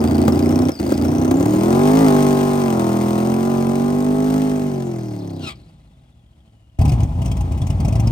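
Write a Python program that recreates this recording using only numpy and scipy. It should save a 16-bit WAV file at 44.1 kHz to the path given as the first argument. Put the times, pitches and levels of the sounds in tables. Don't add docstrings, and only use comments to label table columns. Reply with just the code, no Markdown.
import sys
import numpy as np
from scipy import signal
from scipy.fft import rfft, irfft, next_fast_len
from scipy.io import wavfile
from scipy.ndimage import uniform_filter1d

SR = 44100
rng = np.random.default_rng(int(sys.argv[2]) if len(sys.argv) > 2 else 0)


def unload_audio(sound):
    columns = np.transpose(np.atleast_2d(sound))
    steps = np.round(np.clip(columns, -1, 1) * 32767)
    wavfile.write(sys.argv[1], SR, steps.astype(np.int16))


N = 357651
TIME = np.arange(N) / SR
PADDED = next_fast_len(N + SR // 2)
BINS = np.maximum(np.arange(PADDED // 2 + 1) * SR / PADDED, 1)
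REOPEN_S, SHUT_S = .79, 5.45
CLOSE_S = 6.788


def from_db(db):
    return np.exp(np.asarray(db) * (np.log(10) / 20))


def ramp(start_s, length_s):
    return np.clip((TIME - start_s) / length_s, 0, 1)


def in_time(rows):
    s, *columns = np.transpose(rows)
    return [np.interp(TIME, s, c) for c in columns]


def in_frequency(rows):
    hz, *columns = np.transpose(rows)
    return [np.interp(np.log(BINS), np.log(hz), c) for c in columns]


def lowpass(x, hz, order=2):
    return signal.sosfilt(signal.butter(order, hz, fs=SR, output="sos"), x)


def coloured(x, spectrum):
    gain = from_db(in_frequency(spectrum)[0])
    cepstrum = irfft(np.log(gain / np.sqrt(np.mean(gain ** 2))), PADDED)
    cepstrum[1:PADDED // 2] *= 2
    cepstrum[PADDED // 2 + 1:] = 0
    return irfft(rfft(x, PADDED) * np.exp(rfft(cepstrum)), PADDED)[..., :N]


def evened(x, size=4000):
    power = uniform_filter1d(uniform_filter1d(x * x, size), size)
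    return x / np.sqrt(np.abs(power) + 1e-12)


def drift(hz):
    pole = np.exp(-16 * np.pi * hz / SR)
    noise = rng.standard_normal(N // 8 + 2002)
    slow = signal.lfilter([1], [1, -2 * pole, pole * pole], noise)[2000:]
    return np.interp(np.arange(N) / 8, np.arange(len(slow)), slow / slow.std())


def puffs(clicks, rise_s):
    pole = np.exp(-1 / (rise_s * SR))
    return signal.lfilter([0, np.e / (rise_s * SR)], [1, -2 * pole, pole * pole], clicks + 1e-18)


def clicks_at(events):
    s, level_db = np.transpose(events)
    return np.bincount((s * SR).astype(int), from_db(level_db), N)[:N]


def chance_clicks(per_s, level_db, scatter_db=2):
    return (rng.random(N) < per_s / SR) * from_db(level_db + scatter_db * rng.standard_normal(N))


def gas_noise(spread=0.59):
    midrange = signal.butter(2, [900, 6000], "band", fs=SR, output="sos")
    own_path = signal.sosfilt(midrange, rng.standard_normal((2, N)))
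    return rng.standard_normal(N) + spread * own_path


# t/s, cycle rate/Hz
CYCLE_RATE = [(0.0, 28.4), (0.28, 28.2), (0.66, 31.9), (0.8, 25.9), (1.0, 27.7), (1.1, 29.8), (1.3, 32),
              (1.5, 38.3), (1.59, 39.6), (1.81, 48), (2.02, 55), (2.1, 49.5), (2.6, 48.0), (2.8, 42),
              (2.91, 41.4), (3.17, 42.1), (3.49, 46.3), (3.66, 45.7), (4.0, 49.5), (4.4, 52), (4.68, 49),
              (5.12, 38.0), (5.41, 31.7), (5.55, 24.8)]
IDLE_HZ = 13.2


def engine_speed(settle_s=.3):
    end_s, end_hz = CYCLE_RATE[-1]
    sinking = IDLE_HZ + (end_hz - IDLE_HZ) * np.exp(-np.maximum(TIME - end_s, 0) / settle_s)
    return np.select([TIME < end_s, TIME < CLOSE_S], [in_time(CYCLE_RATE)[0], sinking], hunting_speed())


def driving():
    labour = 1 - ramp(1.38, .45)
    lift = ramp(.68, 0.0538) - ramp(REOPEN_S, 0.019)
    away = ramp(2.7, 2.3)
    shut = ramp(SHUT_S, 0.091)
    return labour, lift, away, shut


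# pulse height, spit level/dB
FIRING_ORDER = [(0.98, 1), (.35, -8), (0.99, -3), (0.98, -9), (0.349, -10.5), (0.99, -5), (.35, -11),
                (0.3506, -9.5)]
PULSE_HEIGHTS, SPIT_DB = np.transpose(FIRING_ORDER)


def firings(cycles, heights, scatter_db):
    slot = np.floor(cycles * len(heights)).astype(int)
    at = np.flatnonzero(np.diff(slot))
    chance = np.clip(rng.standard_normal(size=4000), -2, 2)[slot[at]]
    return np.bincount(at, heights[slot[at] % len(heights)] * from_db(scatter_db * chance), N)


# multiple of the cycle rate, level/dB
ENGINE_ORDERS = [(1.0, -18.5), (2.0, -23.5), (3.0, -5), (4.0, -11.5), (5.0, -2.5), (6.0, -11.5),
                 (7.0, -14.5), (8.0, 1.4), (9.0, -5), (10.0, -2.5), (11.0, -3.5), (12.0, -13.5),
                 (13.0, 0.5), (14.0, -5), (15.0, -7.5), (16.0, -0.5), (17.0, 0.5), (18.0, -1.5), (19.0, -6),
                 (20.0, -9.5), (21.0, -1), (22.0, 3), (23.0, -3.5), (24.0, -5), (25.0, 1), (26.0, 2.5),
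                 (27.0, -6.5), (28.0, -3.5)]
# f/Hz, level/dB
PIPE_NOTCH = [(80, 0), (150, -1), (225, 2), (340, -4.5), (410, -.5), (600, 1), (1000, 0), (1400, 2)]
# f/Hz, level/dB
FROM_BEHIND = [(50, -4), (120, 6), (180, 2), (260, -7), (350, 0), (470, -2), (650, 3.5), (1100, -3)]
# f/Hz, level/dB
PIPE_COLOUR = [(28.0, -34), (50.0, -6), (85.0, 0.5), (140.0, -4), (190.0, -3), (255.0, 1), (320.0, -3),
               (400.0, -7.5), (490.0, -16), (680.0, -15.5), (830.0, -18), (1050.0, -20.5), (1500.0, -36)]


def exhaust_note(cycles, speed, labour, away, shake_cycles=0.0026):
    slots = np.arange(8) / 8
    waver = .1 + 0.13 * labour
    tilt_db_per_octave = -1.7 - 5 * labour - 6 * away
    angle = 2 * np.pi * ((cycles + shake_cycles * drift(38)) % 1)
    notch, behind = ramp(2.37, 0.42), ramp(4.53, 0.33)
    upper_orders = [(k, 1) for k in range(29, 37)]
    note = np.zeros(N)
    for multiple, level_db in list(ENGINE_ORDERS) + upper_orders:
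        k = round(multiple)
        hz = k * speed
        lead = np.angle(np.sum(PULSE_HEIGHTS * np.exp(-2j * np.pi * k * slots)))
        notch_db = notch * (1 - behind) * np.interp(hz, *np.transpose(PIPE_NOTCH))
        behind_db = behind * np.interp(hz, *np.transpose(FROM_BEHIND))
        tilt_db = tilt_db_per_octave * np.clip(np.log2(hz / 300), 0, 1.5)
        gain = from_db(level_db + notch_db + behind_db + tilt_db)
        note += gain * (1 + waver * drift(15.6)) * np.cos(k * angle + lead)
    return evened(coloured(note, PIPE_COLOUR))


# f/Hz, level/dB
RUMBLE_COLOUR = [(25, -42.5), (45, -19.5), (70, -5), (150, -5), (190, -14), (255, 0.5), (350, -2),
                 (450, -14.5), (720, -12), (900, -19.5), (1100, -23), (1300, -24.5), (2000, -36.5),
                 (4000, -49.5)]


def rumble(cycles):
    beats = firings(cycles, PULSE_HEIGHTS, scatter_db=2.5)
    kicks = evened(beats * rng.standard_normal(N))
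    gusts = evened(puffs(beats, rise_s=0.0013) * gas_noise())
    return evened(coloured(kicks + 1.15 * gusts, RUMBLE_COLOUR))


# f/Hz, level/dB
HISS_COLOUR = [(600, -21.5), (1400, 10), (2300, 6), (3000, 1.5), (3900, 0), (5200, 1), (6600, 1),
               (7400, -5), (8400, 1), (10000, -2), (12500, -6), (15000, -3.5), (16000, -19.5)]


def gas_hiss(cycles):
    spits = puffs(firings(cycles, from_db(SPIT_DB), scatter_db=3.5), rise_s=0.00094)
    flow = uniform_filter1d(spits, size=70) + 0.08
    hiss = evened(coloured(flow * gas_noise(), HISS_COLOUR))
    dull = lowpass(hiss, 5000, order=1)
    treble_db = 3.5 - 4 * np.exp(-((TIME - 4.784) / 0.32) ** 2)
    return dull + from_db(treble_db) * (hiss - dull)


# t/s, note level/dB, hiss level/dB
PASS_LEVELS = [(0.98, -20.5, -41.5), (0.99, -17, -43), (1.38, -16, -42.5), (1.48, -16.5, -40),
               (1.55, -15, -39), (2.05, -10.5, -32.5), (2.46, -15.5, -37), (2.97, -17, -39),
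               (4.16, -16, -43.5), (4.36, -15.5, -39), (5.09, -26, -51.5), (5.36, -28.5, -57)]


def burnout(cycles, speed, labour, lift, away, shut, staging_note_db=-15, staging_hiss_db=-41):
    note_db, hiss_db = in_time(PASS_LEVELS)
    shut_db = -19.5 * shut
    note_db = np.where(TIME < REOPEN_S, staging_note_db, note_db) + shut_db
    hiss_db = np.where(TIME < REOPEN_S, staging_hiss_db, hiss_db) + 0.72 * shut_db
    uneven = from_db(note_db - 16 + 9 * labour - 14.5 * lift) * rumble(cycles)
    hiss = from_db(hiss_db - 7 * lift) * gas_hiss(cycles)
    note = from_db(note_db - 22 * lift) * exhaust_note(cycles, speed, labour, away)
    return (note + uneven + hiss) * (1 - ramp(5.58, .17))


TURBO_HZ, WASTEGATE_HZ, SPOOL_HZ_PER_S = 4550, 6730, 470
COAST_S, COAST_DECAY_S, COAST_END_HZ = 4.7, 1.15, 2100


def turbo_pitch(speed):
    driven = np.minimum(TURBO_HZ + 240 * (speed - 28) + SPOOL_HZ_PER_S * TIME, WASTEGATE_HZ)
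    coasting = COAST_END_HZ + (WASTEGATE_HZ - COAST_END_HZ) * np.exp((COAST_S - TIME) / COAST_DECAY_S)
    return np.where(TIME < COAST_S, driven, coasting)


def turbo(cycles, speed, labour, lift, away, bend=0.036, clear_blur=.017):
    level_db = -58 + 12.5 * labour + 3 * lift + 3 * away - 20.5 * ramp(SHUT_S, 0.33)
    flow = (1 - lift) * (1 - ramp(SHUT_S, .7))
    flow_blur = .038 * labour + .125 * (1 - labour)
    blur = clear_blur + flow * (flow_blur - clear_blur)
    between_pulses = .01 + 0.28 * lift + away * (.22 + flow)
    kicks = puffs(firings(cycles, from_db(2.2 * SPIT_DB), scatter_db=3.5), rise_s=.0012)
    hz = turbo_pitch(speed) * (1 + bend * (kicks - .5) + blur * (drift(898) + drift(25)))
    flare = between_pulses * from_db(3.5 * drift(70)) + kicks
    return from_db(level_db) * evened(flare * np.sin(2 * np.pi * np.cumsum(hz) / SR))


# f/Hz, level/dB
AIR_COLOUR = [(200, 13), (1000, 5.5), (4000, -2), (9000, -4.5), (16000, -10)]


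def air(level_db=-72):
    return from_db(level_db) * coloured(rng.standard_normal((2, N)), AIR_COLOUR)


# t/s, relative level/dB
FUEL_BANGS = [(.279, -8.5), (.506, -20), (.69, -16), (.797, -20.5), (.92, -12), (1.312, -12), (1.408, -17),
              (1.457, -15), (1.536, -15.5)]
# f/Hz, level/dB
BLAST_COLOUR = [(40, -30), (100, 1.5), (280, 14.5), (550, 8), (850, -3), (1300, -8), (2500, -23),
                (8000, -22.5), (16000, -25.5)]


def bangs(labour, gain_db=3, punch=4):
    clicks = clicks_at(FUEL_BANGS) + chance_clicks(per_s=10 * labour, level_db=-22)
    front = punch * uniform_filter1d(clicks, size=8)
    blast = puffs(clicks, rise_s=.0019) * gas_noise()
    return from_db(gain_db) * coloured(front + blast, BLAST_COLOUR)


# multiple, level/dB
SQUEAL_PARTIALS = [(1, 2), (2, 5), (3, 4), (4, -1), (5, -23)]
# f/Hz, level/dB
SCRUB_COLOUR = [(200, -11), (700, 9), (1800, -1.5), (3500, 7.5), (5500, -10), (8000, -0.5), (16000, -20)]


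def tyre_chirp(start_s=5.395, attack_s=0.094, release_s=.048, start_hz=1560, fall_hz_per_s=3600):
    hz = start_hz - fall_hz_per_s * np.clip(TIME - start_s, 0, attack_s + release_s)
    turns = np.cumsum(hz * (1 + .06 * drift(346))) / SR
    squeal = sum(from_db(db) * np.sin(2 * np.pi * round(k) * turns) for k, db in SQUEAL_PARTIALS)
    scrub = coloured(gas_noise(), SCRUB_COLOUR)
    sliding = ramp(start_s, attack_s) - ramp(start_s + attack_s, release_s)
    return sliding * from_db(-33 + 1.8 * drift(90)) * (evened(squeal) + 0.57 * scrub)


def idle_beats(cycles, scatter_db):
    beats = firings(cycles, PULSE_HEIGHTS, scatter_db)
    push = lowpass(evened(beats), 500)
    return push + evened(puffs(beats, rise_s=0.0066) * gas_noise())


# f/Hz, level/dB
FAR_IDLE_COLOUR = [(25, -27.5), (55, 9), (85, 1.5), (150, 0.5), (260, -10.5), (400, -22), (700, -19.5),
                   (1100, -27.5), (1600, -32), (3000, -30.5), (6000, -40), (10000, -39), (16000, -57)]


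def far_idle(cycles, speed, shut, throb=0.26):
    beats = idle_beats(cycles, scatter_db=2.5) * (1 + throb * np.cos(2 * np.pi * cycles))
    level_db = -50.5 + 0.73 * (speed - IDLE_HZ)
    return shut * from_db(level_db) * evened(coloured(beats, FAR_IDLE_COLOUR))


# t/s, level/dB
NEAR_IDLE_LEVELS = [(6.82, -12), (7.05, -15), (7.07, -22), (7.216, -18), (7.594, -19), (8.04, -14)]
# f/Hz, level/dB
NEAR_IDLE_COLOUR = [(25, -49.5), (40, -18.5), (55, 8.5), (80, 3.5), (140, 3.5), (190, -8.5), (250, -7),
                    (330, -18.5), (480, -24), (700, -21.5), (950, -22.5), (1400, -38.5), (3000, -44),
                    (7000, -54), (16000, -63)]
# t/s, relative level/dB
HARD_FIRINGS = [(6.789, -39.5), (6.813, -32), (6.851, -30.5), (6.878, -35), (6.892, -32.5), (6.918, -31.5),
                (7.002, -37.5), (7.031, -38.5), (7.218, -36), (7.257, -34), (7.314, -33), (7.368, -37.5),
                (7.407, -36.5), (7.518, -39), (7.576, -41), (7.616, -37), (7.668, -36), (7.701, -33),
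                (7.801, -35.5), (7.848, -32.5), (7.881, -34), (7.924, -35.5), (7.954, -34), (7.997, -35.5),
                (8.071, -33.5)]


def near_idle(cycles, thump_gain_db=68, spit_gain_db=-3):
    hard = clicks_at(HARD_FIRINGS) + chance_clicks(per_s=6, level_db=-41.5)
    thumps = lowpass(from_db(thump_gain_db) * hard, 450)
    beats = idle_beats(cycles, scatter_db=0.5) + thumps
    boom = from_db(in_time(NEAR_IDLE_LEVELS)[0]) * evened(coloured(beats, NEAR_IDLE_COLOUR))
    return boom + from_db(spit_gain_db) * pipe_spit(hard)


def hunting_speed(centre_hz=12.3, hz_per_db=0.63):
    swell_db = in_time(NEAR_IDLE_LEVELS)[0] - np.mean(NEAR_IDLE_LEVELS, axis=0)[1]
    return centre_hz + hz_per_db * swell_db


# f/Hz, level/dB
PUFF_COLOUR = [(300, 2), (700, 8.5), (1000, 10), (1500, -6), (2400, 6.5), (4000, -5.5), (5800, 2),
               (7300, -1.5), (8800, 0.5), (12000, -5), (16000, -11)]
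# f/Hz, relative level/dB
SPIT_RINGS = [(720, 11.5), (2800, -0.5), (5700, 2.5)]


def pipe_spit(hard):
    gust = uniform_filter1d(puffs(hard, rise_s=0.0037), size=200)
    spit = coloured((gust + from_db(-52.5)) * gas_noise(), PUFF_COLOUR)
    for hz, level_db in SPIT_RINGS:
        turns = np.cumsum(hz * (1 + .1 * drift(13) + .05 * drift(700))) / SR
        spit += from_db(level_db - 7 + 4.2 * drift(21)) * gust * np.sin(2 * np.pi * turns)
    return spit


# f/Hz, left lead/rad, left over right/dB, relative scatter level/dB
MICROPHONE_PORTS = [(100, 0.12, 1, -21.5), (285, 0.23, -1.5, -14), (462, 1.42, 5.5, -11),
                    (621, -1.5, 1, 0.5), (1017, 2.5, 8, -4), (1426, 2, 5.5, -3.5), (1623, 3, 3.5, -0.5),
                    (2000, 1.5, 0, -5), (3000, 1.76, 8, -3), (4800, 1, 3, -14), (6300, 1.5, 4.5, -17.5),
                    (7670, 1.25, 3.5, -5.5), (10000, -2, 0, -22), (11060, -3, 0, -21),
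                    (12680, -4.5, 2, -14.5), (15000, -6.5, -1.5, -12)]


def at_microphone(x, wet_db=-4, decay_s=0.018):
    lead, balance_db, scatter_db = in_frequency(MICROPHONE_PORTS)
    sides = np.array([[1], [-1]])
    direct = from_db(sides * balance_db / 2) * np.exp(.5j * sides * lead)
    tails = rng.standard_normal((2, N)) * np.exp(-TIME / decay_s) * (TIME > .002)
    tails /= np.linalg.norm(tails, axis=1, keepdims=True)
    response = direct + from_db(scatter_db + wet_db) * rfft(tails, PADDED)
    return irfft(rfft(x, PADDED) * response, PADDED)[:, :N]


def scene():
    speed = engine_speed()
    cycles = np.cumsum(speed) / SR
    labour, lift, away, shut = driving()
    exhaust = burnout(cycles, speed, labour, lift, away, shut) + bangs(labour)
    whistle = turbo(cycles, speed, labour, lift, away)
    trackside = exhaust + whistle + tyre_chirp() + far_idle(cycles, speed, shut)
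    return at_microphone(np.where(TIME < CLOSE_S, trackside, near_idle(cycles))) + air()


def record(dry):
    held = dry / (1 + dry ** 8) ** (1 / 8)
    return signal.sosfilt(signal.ellip(10, .1, 80, 16100, fs=SR, output="sos"), held)


dry = scene()
out = record(dry)
unload_audio(out)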